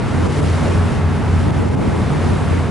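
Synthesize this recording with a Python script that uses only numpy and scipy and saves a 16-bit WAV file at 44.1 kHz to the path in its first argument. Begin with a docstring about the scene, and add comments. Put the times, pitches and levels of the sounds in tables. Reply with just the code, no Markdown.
"""On a moving boat's deck

Two engines drone through the hull. Their speeds differ a little, so the drone throbs.
Water rushes and swells at the bow. Wind buffets the microphone's two openings, reaching
the left one first, and gusts briefly choke the hiss the microphone picks up."""
import sys
import numpy as np
from scipy import signal
from scipy.fft import rfft, irfft, next_fast_len
from scipy.io import wavfile
from scipy.ndimage import uniform_filter1d

SR = 44100
rng = np.random.default_rng(int(sys.argv[2]) if len(sys.argv) > 2 else 0)


def pcm_store(signal):
    """Save signal as 16-bit PCM."""
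    levels = np.round(np.clip(np.atleast_2d(signal), -1, 1) * 32767)
    wavfile.write(sys.argv[1], SR, levels.astype(np.int16).T)


N = 119070
T = np.arange(N) / SR


def gain(db):
    """Turn decibels into a multiplier."""
    return 10 ** (np.asarray(db) / 20)


def over_time(table, column):
    """Join one column's values with straight lines through time."""
    return np.interp(T, np.array(table)[:, 0], np.array(table)[:, column])


def at_pitch(table, hz):
    """Look up a value by frequency, spacing octaves evenly."""
    return np.interp(np.log(hz), np.log(np.array(table)[:, 0]), np.array(table)[:, 1])


def wander(per_second):
    """Glide smoothly between random values, roughly 1 in size."""
    hold = int(SR / per_second)
    steps = np.repeat(rng.standard_normal(N // hold + 1), hold)
    return 1.3 * uniform_filter1d(uniform_filter1d(steps, hold), hold)[:N]


def noise_bands(colour, delay_s=0):
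    """Split two noises into half-octave bands; a delay adds a late copy of the first."""
    size = next_fast_len(N)
    freqs = np.maximum(np.arange(size // 2 + 1) * SR / size, 1)
    spectra = rfft(rng.standard_normal((2, size))) * gain(at_pitch(colour, freqs)) * (freqs > 15)
    spectra /= np.sqrt(2 * np.sum(abs(spectra[0]) ** 2)) / size
    if delay_s:
        spectra = np.vstack([spectra, spectra[0] * np.exp(-2j * np.pi * freqs * delay_s)])
    for hz in 22 * 2 ** np.arange(0, np.log2(colour[-1][0] / 16), .5):
        window = np.cos(np.pi / 2 * np.clip(2 * np.log2(freqs / hz), -1, 1)) ** 2
        yield hz, irfft(spectra * window, size)[:, :N]


# The firing drone swells and sinks. Each row: time in seconds, level change in dB.
DRONE_SWELL = [(0, -12), (.2, -1), (.5, 0.5), (.8, 2.5), (1.1, 1.5), (1.37, 3.5), (1.65, -1.5),
               (1.95, -2.5), (2.2, -1.5), (2.55, 1.5), (2.7, -3)]
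# Each engine's other tones. Each row: vibrations per shaft turn, level in dB.
SLOW_ENGINE_TONES = [(2.5, -43.5), (7, -27.5), (8, -35.5), (9, -36.5), (11, -36), (20, -37.5), (40, -45),
                     (54, -50.5), (60, -52), (100, -52.5), (120, -57)]
FAST_ENGINE_TONES = [(3, -36.5), (4.5, -36), (5, -36.5), (5.5, -30.5), (6, -39.5), (42, -45.5), (60, -44.5),
                     (100, -55), (168, -62)]

def engine(shaft_hz, firing_db, tones):
    """Four firings per shaft turn make a drone; other tones waver around it."""
    in_step_s = .197  # both engines' drones line up near this time
    drift_s = np.cumsum(0.000796 * wander(3)) / SR
    angle = 2 * np.pi * shaft_hz * (T - in_step_s + drift_s - np.mean(drift_s))
    out = gain(firing_db + over_time(DRONE_SWELL, 1)) * np.sin(4 * angle)
    for per_turn, db in tones:
        level = gain(db + 2.5 * wander(2.9))
        out += level * np.sin(per_turn * angle + 2 * np.pi * rng.random())
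    return np.sqrt(2) * out


# The tone of the water and hull rumble. Each row: frequency in Hz, relative level in dB.
WASH_COLOUR = [(25, -18), (45, -7), (75, -0.5), (110, -2.5), (160, -7.5), (250, -8), (350, -9.5),
               (500, -11.5), (1000, -15.5), (1600, -20), (2500, -26.5), (4000, -33), (6500, -38),
               (11000, -42)]
# How wide it sounds. Each row: frequency in Hz, side noise compared with centre noise in dB.
WASH_WIDTH = [(50, -2.5), (300, -3.5), (650, -17), (900, -13), (1300, -10.5), (3500, -9), (11000, -10)]
# Which way it leans. Each row: frequency in Hz, left minus right in dB.
WASH_BALANCE = [(400, -0.5), (1100, -0.5), (2200, 1), (3500, -.4), (11000, -1.1)]
# Its swells. Each row: time in seconds, then level changes in dB at 500, 1500 and 6000 Hz.
WASH_SWELLS = [(0, -2, 1, -1), (.2, -0.5, 0.46, 0.5), (.36, 2.5, 0.22, 3), (.46, 1.5, 1.3, 4),
               (.56, 1, 0.87, 3.5), (.66, 5, 1.6, 2.5), (.8, -0.5, 1.7, 1), (.92, 0, 0.15, 2),
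               (1.07, -2, 0.077, -2), (1.25, 0.5, 0.27, -3), (1.42, -2.5, -0.37, -0.5),
               (1.65, 0.5, -2.9, -2.5), (1.85, -1, -1, -2), (2.05, 2, -0.14, -0.5), (2.2, 2, 0.72, 0),
               (2.36, 0, 0.99, 0.5), (2.55, -3.5, -0.31, 0), (2.7, 1.5, -1.5, -2)]
# Gusts choke the microphone. Each row: start in seconds, depth in dB, recovery time in seconds.
MICROPHONE_CHOKES = [(.272, 6.5, .02), (.403, 6, 0.012), (.685, 2.5, 0.026), (1.508, 7, 0.014),
                     (1.6, 0, .02), (1.69, 4.5, .015), (1.75, 10.5, .022), (2.69, 1, .02)]

def bow_wash():
    """Rushing water swells and flickers; gusts hitting the microphone briefly choke the hiss."""
    choke_db, fall_s = 0, 0.006
    for start, depth_db, recovery_s in MICROPHONE_CHOKES:
        fall = np.clip((T - start) / fall_s, 0, 1)
        choke_db += depth_db * fall * np.exp(-np.maximum(T - start - fall_s, 0) / recovery_s)
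    low_db = over_time(WASH_SWELLS, 1) - .3 * choke_db
    middle_db = over_time(WASH_SWELLS, 2) + 0.63 * wander(8.5) - choke_db
    high_db = over_time(WASH_SWELLS, 3) + 0.63 * wander(17) - choke_db
    swell_hz, swells = (150, 500, 1500, 6000), (0, low_db, middle_db, high_db)
    out = 0
    for hz, (centre, side) in noise_bands(WASH_COLOUR):
        # Each band follows the swells nearest to it in pitch.
        weights = [at_pitch(list(zip(swell_hz, row)), hz) for row in np.eye(4)]
        swell_db = sum(weight * db for weight, db in zip(weights, swells))
        flicker_db = 0.54 * wander(20)
        side = side * gain(at_pitch(WASH_WIDTH, hz))
        lean_db = at_pitch(WASH_BALANCE, hz) / 2
        stereo = np.array([(centre + side) * gain(lean_db), (centre - side) * gain(-lean_db)])
        out += gain(swell_db + flicker_db) * stereo
    return out * gain(-22)


# The tone of the wind. 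Each row: frequency in Hz, relative level in dB.
WIND_COLOUR = [(25, -12), (55, -8.5), (90, 0), (150, 0.5), (220, -1), (300, -1), (420, -3.5), (600, -14.5),
               (900, -15.5), (1400, -27.5)]
# Chance rises and falls of the low rumble, and bursts of higher flutter.
# Each row: time in seconds, then relative levels in dB of the rumble and the flutter.
WIND_LEVELS = [(0, -25, -28), (.07, -25, -34), (.17, -21, -32), (.24, -21, -28.5), (.29, -23.5, -28),
               (.34, -32, -34), (.41, -21.5, -27), (.49, -24, -32), (.59, -24, -39), (.7, -24, -29.5),
               (.86, -23.5, -30.5), (.99, -22, -36.5), (1.03, -28, -49), (1.14, -23, -42),
               (1.3, -22.5, -38.5), (1.42, -19, -38), (1.5, -19.5, -23), (1.56, -20.5, -31),
               (1.61, -18.5, -25), (1.67, -23.5, -32), (1.85, -20, -28.5), (1.9, -19.5, -35),
               (1.96, -26, -26), (2.01, -17.5, -43), (2.07, -25, -35), (2.16, -18.5, -32.5),
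               (2.2, -24, -37), (2.25, -21, -35), (2.31, -20.5, -29.5), (2.47, -24, -36),
               (2.53, -21.5, -25.5), (2.6, -29, -36), (2.7, -23, -39)]

def wind():
    """Swirls of air roll over the left opening, then the right, breaking up on the way."""
    rumble_db = over_time(WIND_LEVELS, 1)
    flutter_db = over_time(WIND_LEVELS, 2) + 4 + 2.5 * wander(25.04)
    out = 0
    for hz, (left, fresh, delayed) in noise_bands(WIND_COLOUR, delay_s=0.00086):
        db, shared = (flutter_db, .75) if hz > 330 else (rumble_db, 0.48)
        right = shared * delayed + np.sqrt(1 - shared ** 2) * fresh
        out += gain(db) * np.array([left, right])
    return out * gain(3.5)


def scene():
    """Both engines sit in the centre, with water and wind spread around them."""
    slow = engine(shaft_hz=21.123, firing_db=-25, tones=SLOW_ENGINE_TONES)
    fast = engine(shaft_hz=21.98, firing_db=-21, tones=FAST_ENGINE_TONES)
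    return slow + fast + bow_wash() + wind()


def record(dry):
    """The camera cuts off the highest treble."""
    cutoff_hz = 10990
    return signal.sosfilt(signal.ellip(16, .3, 70, cutoff_hz, fs=SR, output="sos"), dry)


dry = scene()
out = record(dry)
pcm_store(out)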